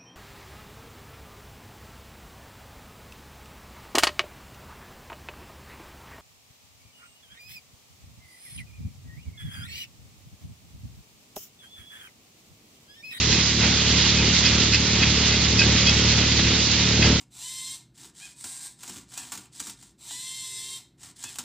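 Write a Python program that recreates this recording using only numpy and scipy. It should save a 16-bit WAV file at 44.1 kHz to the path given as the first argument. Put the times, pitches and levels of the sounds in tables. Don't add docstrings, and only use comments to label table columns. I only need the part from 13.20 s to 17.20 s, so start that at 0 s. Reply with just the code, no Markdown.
import sys
import numpy as np
from scipy import signal
from scipy.fft import rfft, irfft
from scipy.io import wavfile
from scipy.ndimage import uniform_filter1d

SR = 44100
rng = np.random.default_rng(int(sys.argv[2]) if len(sys.argv) > 2 else 0)


def persist_wave(psi):
    counts = np.round(np.clip(psi, -1, 1) * 32767).astype(np.int16)
    wavfile.write(sys.argv[1], SR, np.atleast_2d(counts).T)


N = 176400
T, HZ = np.arange(N) / SR, np.fft.rfftfreq(N, 1 / SR)
WASH_SHARE, FRICTION_ROUGH = .37, .35

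# t/s, relative level/dB
LOAD = [(0, -25), (.16, -24), (.3, -27.5), (.45, -21), (.53, -24.5), (.64, -25.5), (.71, -22), (.86, -24.5),
        (1.06, -20.5), (1.16, -26), (1.37, -22), (1.5, -24), (1.69, -25.5), (1.85, -22.5), (1.97, -23.5),
        (2.14, -24), (2.44, -21.5), (2.48, -19.5), (2.53, -22), (2.99, -22), (3.06, -25), (3.32, -21.5),
        (3.45, -25.5), (3.75, -22), (3.86, -17), (3.94, -18), (4, -28)]


def amp(db):
    return 10 ** (np.asarray(db) / 20)


def unit(x):
    return x / np.sqrt(np.mean(x ** 2) + 1e-20)


def curve(points):
    return np.interp(T, *np.transpose(points))


def spectrum(points):
    f, value = np.transpose(points)
    return np.interp(np.log(HZ + 1), np.log(f + 1), value)


def colour(x, points):
    return unit(irfft(rfft(x) * amp(spectrum(points)), N))


def drift(hz):
    return unit(irfft(rfft(rng.standard_normal(N)) * (HZ > 0) / (1 + (HZ / hz) ** 4), N))


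def noise():
    return rng.standard_normal((2, N))


def stereo(x):
    # f/Hz, left-right correlation
    likeness = [(100, .998), (280, .97), (530, .87), (760, .76), (1600, .85), (2400, .85), (3400, .73),
                (4300, .35), (5100, .02), (5900, -.42), (7000, -.63)]
    # f/Hz, left minus right/dB
    balance = [(100, 4), (480, 0.5), (760, -4.5), (1100, -2.5), (1600, -2.5), (2300, -0.5), (3300, -3.5),
               (4600, -8), (6800, -3.5)]
    right, other = rfft(x)
    same, lean = np.clip(spectrum(likeness), -1, 1), amp(spectrum(balance))
    left = lean * (same * right + np.sqrt(1 - same ** 2) * other)
    middle = np.sqrt(1 + lean ** 2 + 2 * lean * same) / 2
    return irfft(np.array([left, right]) / middle, N)


def impacts(per_s, spread_db, click_s, kinds=24, echo_t60_s=.15, echo_db=-2):
    t = np.arange(round(echo_t60_s * SR)) / SR
    hits = (rng.random(N) < per_s / SR) * amp(spread_db * np.minimum(rng.exponential(1, N), 5))
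    kind = rng.integers(0, kinds, N)
    shapes = rng.standard_normal((kinds, 2, 512)) * np.exp(-t[:512] / click_s)
    clicks = sum(signal.oaconvolve((hits * (kind == k))[None], shapes[k], axes=1)[:, :N]
                 for k in range(kinds))
    tail = rng.standard_normal((2, len(t))) * amp(-60 * t / echo_t60_s)
    wet = rfft(clicks) * (1 + amp(echo_db) * rfft(tail / np.linalg.norm(tail[0]), N))
    smooth_power = uniform_filter1d(abs(wet) ** 2, size=300, axis=1)
    return unit(irfft(wet / np.sqrt(smooth_power), N))


def drive_whine(hz=1465, waver=.0015):
    turns = np.cumsum(hz * (1 + waver * drift(21))) / SR
    return amp(-50) * unit(np.sin(2 * np.pi * turns) * amp(3 * drift(5)))


def rotor_turns(start_turn=.737):
    # t/s, rotation rate/Hz
    speed = [(0, 36.556), (.7, 36.706), (1.4, 36.78), (2, 36.809), (2.7, 36.853), (3.3, 37.049),
             (4, 36.948)]
    return start_turn + np.cumsum(curve(speed)) / SR


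def housing_rumble(chug_at_turn=.25, decay_turns=.3, lag_s=.028, lag_hz=130):
    # f/Hz, gain/dB
    rumble_eq = [(20, -23), (36, -17.5), (46, -17.5), (66, -0.5), (95, -0.5), (125, -0.5), (190, -0.5),
                 (270, -2), (420, -7.5), (600, -12), (1000, -47.5)]
    since_beaters = (rotor_turns() - chug_at_turn) % 1
    chug = unit(1 + 1.2 * np.exp(-since_beaters / decay_turns))
    bass_lag = np.exp(2j * np.pi * lag_s * lag_hz * (np.exp(-HZ / lag_hz) - 1))
    shaking = irfft(rfft(chug * noise()) * bass_lag, N)
    return amp(curve(LOAD) - 7) * colour(shaking, rumble_eq)


def drum_tumble(knock_s=.0081):
    # t/s, relative level/dB
    tumble_level = [(0, -36.5), (.18, -35), (.37, -40), (.43, -30.5), (.52, -35.5), (1.36, -34.5),
                    (1.54, -39), (1.82, -34.5), (2.37, -35.5), (2.48, -33.5), (2.55, -34), (3.15, -36.5),
                    (3.24, -40.5), (3.31, -34), (3.46, -38.5), (3.79, -34.5), (3.87, -28.5), (4, -39.5)]
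    # f/Hz, gain/dB
    tumble_eq = [(200, -20), (480, -6.5), (700, -3), (950, -1), (1350, -1), (1700, -2), (2050, 0.5),
                 (2800, 2.5), (4500, -14.5)]
    # t/s, level/dB
    knocks = [(2.978, -28), (2.989, -27.5), (3.193, -25)]
    nuts = impacts(per_s=1800, spread_db=.5, click_s=.0016)
    accents = sum(amp(db) * (T > s) * np.exp(-abs(T - s) / knock_s) for s, db in knocks)
    return (amp(curve(tumble_level) + 5) + accents) * colour(nuts, tumble_eq)


def rotor_drone(wobble_turns=.004):
    # multiple of the rotor speed, relative level/dB
    orders = [(1, -23), (2, 1.5), (3, 1.5), (4, -4), (5, 0), (6, -4), (7, -6.5), (8, -17), (9, -11),
              (10, -26.5), (11, -16), (12, -12.5)]
    beaters = [.7, 0, 1, 1, 0]
    turns = rotor_turns() + wobble_turns * drift(13)
    places, drone = np.arange(len(beaters)) / len(beaters), 0
    for order, db in orders:
        phase = np.angle(np.sum(beaters * np.exp(-2j * np.pi * order * places)))
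        gain = amp(db) * (1 + .12 * drift(7.2))
        drone = drone + gain * np.cos(2 * np.pi * order * turns + phase)
    return amp(curve(LOAD) - 1) * unit(drone * (1 + .038 * drift(40)))


def flow_db(stroke_hz=3.5, lull_at_s=1.21, lull_s=.02, lull_db=1.4, surge_s=.028):
    # t/s, boost/dB
    spills = [(.8, 3), (.895, 2.3), (1.17, 2.3), (1.44, 1.5), (2.07, 4), (2.6, 2.5), (2.915, 3), (3.2, 2.5)]
    from_lull_s = np.sin(np.pi * stroke_hz * (T - lull_at_s)) / (np.pi * stroke_hz)
    surges = sum(db * np.exp(-((T - s) / surge_s) ** 2) for s, db in spills)
    return surges - lull_db * np.exp(-(from_lull_s / lull_s) ** 2)


def chute_patter(clump_db=.76):
    # t/s, base level/dB
    chute_level = [(0, -22.5), (.4, -25), (.8, -24.5), (1.04, -26.5), (1.18, -23), (1.42, -25.5),
                   (1.62, -25.5), (2.08, -25.5), (2.52, -25), (2.92, -24.5), (3.3, -26), (3.46, -22),
                   (3.54, -24.5), (4, -26)]
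    # f/Hz, gain/dB
    chute_eq = [(1500, -19.5), (2800, -22), (3500, -6.5), (4200, -3), (4750, -2.5), (5400, -5.5),
                (6200, -8.5), (7300, -12.5)]
    clicks = impacts(per_s=3000, spread_db=-.5, click_s=.001) + WASH_SHARE * noise()
    return amp(curve(chute_level) + flow_db() + clump_db * drift(27)) * colour(clicks, chute_eq)


def frame_ring(x):
    # f/Hz, width/Hz, relative level/dB
    steel_modes = [(1591, 28, -16), (1942, 31, -10), (2495, 120, -1.5), (2840, 97, -4), (3290, 87, -10),
                   (4627, 13, -4.5), (4900, 54, -3), (5500, 270, -3.5)]
    response = sum(amp(db) / np.sqrt(width) / (1 + 1j * (HZ - hz) / width) ** 2
                   for hz, width, db in steel_modes)
    return unit(irfft(rfft(x) * response, N))


def sieve_rattle(clump_db=.62):
    # t/s, base level/dB
    rattle_level = [(0, -25.5), (.37, -27.5), (.7, -23.5), (1.03, -25.5), (1.35, -24.5), (1.65, -26.5),
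                    (1.93, -25.5), (2.33, -27), (2.75, -25.5), (3.39, -25.5), (3.45, -30), (3.51, -24),
                    (4, -28)]
    # f/Hz, gain/dB
    rattle_eq = [(600, -34), (1600, -12), (2050, -3.5), (2400, -6), (2800, -3), (3400, -1), (4000, -3),
                 (4700, -7.5), (7300, -24.5)]
    clicks = impacts(per_s=2600, spread_db=1.5, click_s=.001) + WASH_SHARE * noise()
    level = amp(curve(rattle_level) + flow_db() + clump_db * drift(24))
    return level * (colour(clicks, rattle_eq) + amp(-19) * frame_ring(clicks))


def squeal(hz, jitter_hz):
    turns = np.cumsum(hz + jitter_hz * drift(130)) / SR
    return unit(np.sin(2 * np.pi * turns) * (1 + FRICTION_ROUGH * drift(140)))


def sieve_scrapes(rise=.013, ring_share=.3, ring_s=.018):
    # centre t/s, half length/s, then relative level/dB of rasp, bright rasp and each squeal
    scrapes = np.array([(.135, .02, -29.5, -38, -43, -39, -44), (.45, .02, -31, -38, -44, -38, -44),
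                        (.985, .016, -33, -42, -48, -29.5, -42),
                        (1.262, .016, -24.5, -22.5, -42, -26.5, -27.5),
                        (1.545, .012, -26.5, -22, -48, -24.5, -40),
                        (1.834, .009, -25, -35, -38, -20.5, -26), (2.135, .02, -29.5, -40, -46, -36, -42),
                        (2.4, .008, -30, -21.5, -42, -21, -40), (2.421, .004, -33, -37, -35, -18, -38),
                        (2.428, .014, -39, -34, -32.5, -46, -42), (2.686, .017, -27.5, -21, -46, -24, -23),
                        (3.27, .02, -29, -40, -44, -38, -44), (3.829, .006, -23, -32, -42, -26, -27),
                        (3.851, .016, -28, -26, -42, -35, -36)])
    # f/Hz, gain/dB
    rasp_eq = [(500, -25), (1400, -15), (2050, -2), (2300, -4), (2600, 0), (3300, -5), (4200, -16),
               (7000, -28)]
    # f/Hz, gain/dB
    bright_eq = [(2000, -30), (3700, -14), (4550, -1), (5200, -1), (5850, -12), (7300, -22)]
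    # f/Hz, jitter/Hz
    squeal_tones = [(1605, 10), (2550, 32), (3288, 13)]
    # f/Hz, jitter/Hz, relative level/dB
    rasp_tones = [(2070, 25, -10), (4590, 30, -10)]
    rasp = colour(noise(), rasp_eq) + amp(-11.5) * frame_ring(noise())
    bright = colour(noise(), bright_eq)
    since_s, half_s = T - scrapes[:, :1], scrapes[:, 1:2]
    pressure = 1 / np.sqrt(1 + np.square(since_s / half_s) ** 3)
    ring_out = ring_share * (since_s > 0) * np.exp(-abs(since_s) / ring_s)
    rasp_gain, bright_gain, *tone_gains = amp(scrapes[:, 2:]).T @ np.maximum(pressure, ring_out)
    bend = 1 + rise * (pressure * np.tanh(since_s / half_s)).sum(0)
    squeals = sum(gain * squeal(hz * bend, jitter)
                  for gain, (hz, jitter) in zip(tone_gains, squeal_tones))
    for gain, (hz, jitter, db) in zip((rasp_gain, bright_gain), rasp_tones):
        squeals += gain * amp(db) * squeal(hz, jitter)
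    judder = unit(1 + FRICTION_ROUGH * drift(140))
    friction = amp(-1) * judder * (rasp_gain * rasp + bright_gain * bright)
    return stereo(friction) + squeals


def scene():
    return (rotor_drone() + drive_whine() + sieve_scrapes()
            + stereo(housing_rumble() + drum_tumble() + sieve_rattle() + chute_patter()))


def record(dry):
    taps = signal.firwin(1023, cutoff=7300, window=("kaiser", 9), fs=SR)
    return signal.oaconvolve(dry, taps[None], "same")


dry = scene()
out = record(dry)
persist_wave(out)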